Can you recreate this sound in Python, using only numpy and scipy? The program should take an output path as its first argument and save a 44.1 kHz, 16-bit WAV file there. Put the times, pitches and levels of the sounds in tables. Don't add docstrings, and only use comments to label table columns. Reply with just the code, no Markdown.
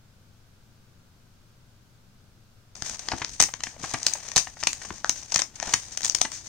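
import sys
import numpy as np
from scipy import signal
from scipy.fft import rfft, irfft
from scipy.io import wavfile
from scipy.ndimage import uniform_filter1d, minimum_filter1d

SR = 44100
rng = np.random.default_rng(int(sys.argv[2]) if len(sys.argv) > 2 else 0)


def master(y):
    cut = np.clip(np.atleast_2d(y).T, -1, 1)
    pcm = np.round(cut * 32767)
    wavfile.write(sys.argv[1], SR, pcm.astype(np.int16))


N = 285768

# f/Hz, gain/dB
FRICTION_SPECTRUM = [(300, -40), (1500, -3), (3000, -1.5), (4500, 2.5), (6500, 3.5), (9000, 2.5),
                     (15000, 3.5)]


def amp(db):
    return 10 ** (np.asarray(db) / 20)


def unit(x):
    return x / np.sqrt(np.mean(x ** 2) + 1e-20)


def read(points, hz):
    f, value = np.transpose(points)
    return np.interp(np.log(hz + 1), np.log(f + 1), value)


def follow(rows, column):
    rows = np.asarray(rows)
    return np.interp(np.arange(N) / SR, rows[:, 0], rows[:, column])


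def add(mix, s, sound):
    part = mix[:, round(s * SR):][:, :sound.shape[1]]
    part += sound[:, :part.shape[1]]


def colour(x, spectrum, stretch=1, size=4096):
    hz = abs(np.fft.fftfreq(size, 1 / SR))
    log_gain = np.log(amp(read(spectrum, hz / stretch)))
    response = np.exp(np.conj(signal.hilbert(log_gain)))
    taps = np.fft.ifft(response).real[:size // 2]
    return signal.oaconvolve(np.atleast_2d(x), taps[None], axes=1)[:, :x.shape[-1]]


def pair(size, correlation):
    a, b = rng.standard_normal((2, size))
    return np.array([a, correlation * a + np.sqrt(1 - correlation ** 2) * b])


def wander(hz):
    rolloff = 1 + (np.fft.rfftfreq(N, 1 / SR) / hz) ** 4
    return unit(irfft(rfft(rng.standard_normal(N)) / rolloff, N))


def burst(x, window_s=0.0026):
    power = uniform_filter1d((x ** 2).mean(0), int(window_s * SR))
    return x / np.sqrt(power.max())


def swell(rise_s, correlation, size=4096):
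    u = np.arange(size) / SR / rise_s
    return pair(size, correlation) * u * np.exp(-u)


def background(air_db=-57, hiss_db=-77, split_hz=900):
    # f/Hz, gain/dB
    air_spectrum = [(20, 0), (70, -8), (110, -4), (145, -7), (230, -10), (280, -16.5), (650, -23),
                    (1100, -25.5), (1550, -23.5), (1800, -30.5), (5000, -30), (10000, -39), (15500, -40)]
    # f/Hz, level/dB
    hum_tones = [(94, -62), (118, -62)]
    t = np.arange(N) / SR
    low = signal.lfilter(*signal.butter(1, split_hz, fs=SR), pair(N, 0.89))
    high = signal.lfilter(*signal.butter(1, split_hz, "high", fs=SR), pair(N, 0.021))
    air = unit(colour(low * amp([[1.4], [-1.4]]) + 1.44 * high, air_spectrum))
    hum = sum(amp(db) * np.sin(2 * np.pi * hz * t + 1.08 * wander(4.2)) for hz, db in hum_tones)
    return amp(air_db) * air + ports(hum + amp(hiss_db) * pair(N, 0.69))


def slide(start_s, hiss_db=-1, rub_db=-3, catches_per_s=600, spread_db=4, clump_db=3.5, quiver_s=0.0011):
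    # t/s, relative hiss level/dB, relative rub level/dB
    levels = [(2.76, -42.5, -49.5), (2.86, -36.5, -45), (3.0, -38.5, -45), (3.24, -43, -44),
              (3.31, -42.5, -56), (3.58, -51, -57), (3.77, -46.5, -47), (3.85, -37.5, -43.5),
              (4.3, -40, -44.5), (4.52, -45.5, -55), (4.74, -40.5, -48.5), (5.0, -44.5, -51),
              (5.39, -39.5, -49.5), (5.51, -58, -59.5), (5.68, -32.5, -33.5), (5.82, -40, -54),
              (6.06, -49, -48.5), (6.48, -39.5, -52.5)]
    clumps = amp(clump_db * wander(100))
    caught = rng.random(N) < catches_per_s / SR
    catches = caught * amp(spread_db * np.minimum(rng.exponential(1, N), 3.5))
    quiver = signal.lfilter([1], [1, -np.exp(-1 / (quiver_s * SR))], catches)
    friction = clumps * (pair(N, 0.096) + 0.53 * unit(quiver * pair(N, 0.29)))
    hiss = unit(colour(friction, FRICTION_SPECTRUM)) * amp(follow(levels, 1) + hiss_db)
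    # f/Hz, gain/dB
    rub_spectrum = [(100, -3), (250, -12), (450, -1), (800, 1), (2000, -4.5), (3500, -5), (8000, -14.5)]
    rub = unit(colour(clumps * pair(N, 0.85), rub_spectrum)) * amp(follow(levels, 2) + rub_db)
    return (hiss + rub) * stick_slip() * (np.arange(N) / SR > start_s)


def stick_slip(depth_db=-9, half_width_s=0.016):
    sticks = [2.8, 2.973, 3.77, 4.555, 5.026, 5.276, 6.43]
    t = np.arange(N) / SR
    return amp(depth_db * sum(np.exp(-((t - s) / half_width_s) ** 2) for s in sticks))


def hands(start_s, level_db=-1, lumps_db=3):
    # t/s, relative level/dB
    levels = [(2.75, -60.5), (3.2, -51.5), (3.55, -60), (4.25, -54.5), (4.45, -60), (4.9, -55),
              (5.28, -60.5), (5.7, -57), (6.48, -56.5)]
    # f/Hz, gain/dB
    rumble_spectrum = [(20, -8), (55, 4), (110, -8), (220, -5), (400, -15.5), (1200, -50)]
    lumpy_noise = pair(N, 0.93) * amp(lumps_db * wander(17))
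    rumble = unit(colour(lumpy_noise, rumble_spectrum))
    return rumble * amp(follow(levels, 1) + level_db) * (np.arange(N) / SR > start_s)


def strain_ticks(fractures, lead_s=0.0016, relative_db=-21, decay_s=0.0012):
    leads = lead_s * rng.uniform(0.501, 1.8, len(fractures))
    return [(s - lead, crack_db + relative_db, body_db + relative_db, decay_s, side_db)
            for (s, crack_db, body_db, _, side_db), lead in zip(fractures, leads)]


def thumps():
    # t/s, level/dB, rise time/s
    jolts = [(2.821, -36, 0.0018), (3.128, -31, 0.0066), (3.213, -38, 0.0037), (3.404, -35, 0.0096),
             (3.668, -44, .0022), (3.834, -34.5, 0.0036), (3.938, -32.5, 0.004), (4.364, -27.5, .0022),
             (4.904, -35.5, 0.004), (5.358, -34.5, 0.0031), (5.671, -39, 0.0061), (5.738, -37, .004),
             (6.244, -40.5, 0.0045)]
    # f/Hz, gain/dB
    block_spectrum = [(20, -3), (60, 2), (130, 1.5), (220, 0), (300, -0.5), (420, -10), (1200, -44)]
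    out = np.zeros((2, N))
    for s, db, rise_s in jolts:
        push = colour(swell(rise_s, 0.96), block_spectrum)
        add(out, s, amp(db) * burst(push, window_s=0.0046))
    return out


def snaps(crack_gain_db=4, body_gain_db=2, size=2048):
    # t/s, relative crack level/dB, relative body level/dB, crack time constant/s, left minus right/dB
    fractures = [(2.8224, -27, -29, 0.0011, 4.5), (2.9935, -30.5, -41.5, .002, 1),
                 (3.0864, -28.5, -24, 0.0011, 3), (3.1168, -40, -26.5, .0019, -2.5),
                 (3.2471, -28.5, -24, 0.00065, 0.5), (3.4, -8, -15.5, 0.0029, -2.5),
                 (3.4041, -11, -19, .0011, 5), (3.4144, -13.5, -30, 0.00073, -15),
                 (3.4242, -8, -19, 0.0021, -2), (3.5387, -47, -31, 0.00055, 9.5),
                 (3.6363, -20.5, -27, 0.0023, 0), (4.0309, -23.5, -51, 0.0015, -3),
                 (4.066, -8, -19, 0.0016, 0), (4.136, -15.5, -48, 0.0016, 0),
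                 (4.3611, -11.5, -17, 0.002, -4.5), (4.3679, -10.5, -17.5, 0.00068, 17),
                 (4.3791, -11, -19.5, 0.0027, -6), (4.6364, -21, -24.5, .001, 2),
                 (4.671, -9, -15, 0.0017, 2), (4.731, -21, -32, 0.0014, -2.5),
                 (5.0944, -11, -19, 0.0014, -1), (5.321, -25, -31, 0.0034, 3),
                 (5.343, -18.5, -30, 0.0039, 3), (5.3598, -11, -20.5, 0.0015, 3.5),
                 (5.3918, -17, -23, 0.0032, 0), (5.4193, -23.5, -25.5, 0.0016, 7),
                 (5.6004, -31, -31, 0.00081, 5), (5.6274, -33, -27.5, 0.0015, 6.5),
                 (5.7377, -9.5, -12.5, 0.0019, -1.5), (5.9737, -20.5, -31, .0018, 0.5),
                 (6.0462, -16, -31, 0.0031, 0.5), (6.056, -18, -33, 0.002, -1),
                 (6.083, -22.5, -45, 0.00061, 5), (6.0977, -18.5, -38, .001, 6),
                 (6.1485, -13.5, -30.5, 0.0024, 1.5), (6.2145, -11, -15.5, .0015, -1),
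                 (6.318, -27.5, -39.5, 0.0026, 1)]
    # f/Hz, gain/dB
    crack_spectrum = [(300, -38), (1500, -11.5), (2800, -7), (4500, -0.5), (6500, -1), (9000, 0.5),
                      (15000, 1)]
    # f/Hz, gain/dB
    body_spectrum = [(40, -7.5), (150, -10.5), (420, -7.5), (750, -2.5), (1800, -2), (3000, -4),
                     (6000, -1.5), (12000, -91)]
    out, t = np.zeros((2, N)), np.arange(size) / SR
    for s, crack_db, body_db, decay_s, side_db in fractures + strain_ticks(fractures) + tears():
        crack = pair(size, 0.36) * np.exp(-t / decay_s)
        crack[:, 0] += 1.5
        body = pair(size, 1.0) * np.exp(-t / (1.93 * decay_s))
        body[:, 0] += 6
        stretch = np.exp(0.19 * rng.standard_normal(2))
        sound = amp(crack_db + crack_gain_db) * burst(colour(crack, crack_spectrum, stretch[0]))
        sound += amp(body_db + body_gain_db) * burst(colour(body, body_spectrum, stretch[1]))
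        add(out, s, sound * amp([[side_db / 2], [-side_db / 2]]))
    return out


def scuffs():
    # t/s, level/dB, rise time/s
    slips = [(2.845, -34.5, .02), (3.332, -37, 0.0062), (3.428, -27, .01), (3.66, -40.5, 0.018),
             (3.835, -34.5, 0.0097), (3.9, -34.5, 0.0056), (3.936, -22.5, 0.0028), (4.599, -35, 0.0072),
             (4.819, -35.5, 0.0025), (4.848, -34.5, 0.0039), (5.165, -38, 0.014), (5.554, -36, 0.0043),
             (5.916, -36, 0.0095), (6.025, -34, 0.013), (6.325, -34, 0.02)]
    out = np.zeros((2, N))
    for s, db, rise_s in slips:
        hiss = colour(swell(rise_s, 0.33, size=8192), FRICTION_SPECTRUM)
        add(out, s, amp(db) * burst(hiss))
    return out


def buckles(reference_hz=1200):
    # t/s, level/dB, f/Hz, rise time/s
    patches = [(3.117, -24, 1190, 0.0024), (3.134, -27.5, 690, 0.003), (3.2165, -25, 1480, 0.003),
               (3.4009, -20, 1070, 0.0015), (3.5373, -31.5, 1070, 0.0016), (3.605, -33.5, 2070, 0.00092),
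               (3.668, -30.5, 1300, 0.0014), (3.838, -28, 890, 0.0042), (3.939, -24.5, 1210, 0.0043),
               (4.151, -34.5, 950, 0.0029), (4.47, -32.5, 1070, .0016), (4.569, -41, 1030, 0.0014),
               (4.628, -28, 1340, 0.0017), (4.816, -37, 1600, 0.0019), (4.848, -38.5, 900, 0.0029),
               (3.486, -37.5, 1100, 0.002), (3.764, -43.5, 704, .0012), (4.904, -29.5, 950, 0.0014),
               (5.627, -27, 730, .0012), (5.677, -38, 890, 0.0033), (6.248, -26.5, 1632, 0.0027)]
    # f/Hz, gain/dB
    bend_spectrum = [(40, -21), (160, -9.5), (280, -10), (420, -9), (750, 0.5), (1200, 1), (1600, -0.5),
                     (2400, -4), (5000, -14.5), (12000, -45)]
    out = np.zeros((2, N))
    for s, db, hz, rise_s in patches:
        pop = colour(swell(rise_s, 0.91), bend_spectrum, hz / reference_hz)
        add(out, s, amp(db) * burst(pop))
    return out


def tears(spread_db=2.5, body_offset_db=-10.5, decay_s=0.0012, side_spread_db=6):
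    # t/s, duration/s, relative crack level/dB, break rate/Hz
    runs = [(3.426, .012, -22, 170), (4.277, 0.086, -34.5, 40.6), (4.36, 0.018, -18, 150),
            (5.344, .065, -27, 95), (6.002, 0.12, -27, 90), (6.158, .055, -32.5, 55)]
    rows = []
    for start, length, db, per_s in runs:
        count = max(round(length * per_s), 1)
        times = start + length * (np.arange(count) + rng.random(count)) / count
        for s, (strength, side) in zip(times, rng.standard_normal((count, 2))):
            crack_db = db + spread_db * strength
            rows.append((s, crack_db, crack_db + body_offset_db, decay_s, side_spread_db * side))
    return rows


def flip(at_s=5.0455, level_db=-15.5):
    # f/Hz, gain/dB
    fold_spectrum = [(100, -28), (400, -16), (760, -5), (1050, -8), (1350, 1), (1600, 0), (1850, -9),
                     (2300, -25), (3900, -16), (5400, -19), (8000, -27), (14000, -30)]
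    out, kick = np.zeros((2, N)), signal.unit_impulse(2048)
    ring = colour(np.array([kick, kick]), fold_spectrum)
    add(out, at_s, amp(level_db) * burst(ring))
    return out


def page_horn(x):
    # f/Hz, gain/dB
    horn_spectrum = [(200, -0.5), (300, 2), (400, -3), (750, 1.5), (1400, -2.5), (1900, 3), (2080, -2),
                     (2300, 0.5), (2700, -1.5), (3000, 0)]
    return colour(x, horn_spectrum)


def room(x, tail_db=-9, echo_db=-17, first_s=0.0065, echoes=8):
    # f/Hz, T60/s
    decay_times = [(150, 0.19), (800, 0.17), (3000, 0.2), (6000, 0.18), (12000, 0.28)]
    hz, t, bands = signal.stft(rng.standard_normal((2, SR // 2)), SR, nperseg=256)
    decay = amp(-60 * t / read(decay_times, hz)[:, None])
    response = signal.istft(bands * decay, SR, nperseg=256)[1]
    response *= np.arange(response.shape[1]) / SR > first_s
    response *= amp(tail_db) / np.linalg.norm(response[0])
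    for side in response:
        arrivals = (SR * (first_s + 0.018 * rng.random(echoes))).astype(int)
        side[arrivals] += amp(echo_db) * rng.choice([-1, 1], echoes) / np.sqrt(echoes)
    return x + signal.oaconvolve(x, response, axes=1)[:, :N]


def ports(x, lag_samples=2):
    # f/Hz, gain/dB
    left_port = [(100, 3), (2400, 2.3), (3400, -1), (4000, 1.5), (5200, 6), (6200, 13), (6700, 9.5),
                 (7500, -2), (8600, -12), (10000, -24), (12000, -26), (15500, -23)]
    right_port = [(100, -3), (2500, -2), (7600, -2), (8500, 3), (9200, -4), (10000, -18), (11000, -25),
                  (15500, -20)]
    return np.vstack([colour(x[0], left_port), np.roll(colour(x[1], right_port), lag_samples)])


def scene(start_s=2.752):
    paper = page_horn(snaps() + buckles() + flip() + slide(start_s) + scuffs())
    return ports(room(paper + thumps()) + hands(start_s)) + background()


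def record(dry, ceiling=0.9, hold_samples=25, cutoff_hz=15900):
    gain = np.minimum(1, ceiling / (abs(dry) + 1e-9))
    held_gain = minimum_filter1d(gain, hold_samples, axis=1)
    limited = dry * uniform_filter1d(held_gain, hold_samples, axis=1)
    lowpass = signal.firwin(255, cutoff_hz, window=("kaiser", 9), fs=SR)
    return signal.oaconvolve(limited, lowpass[None], "same")


dry = scene()
out = record(dry)
master(out)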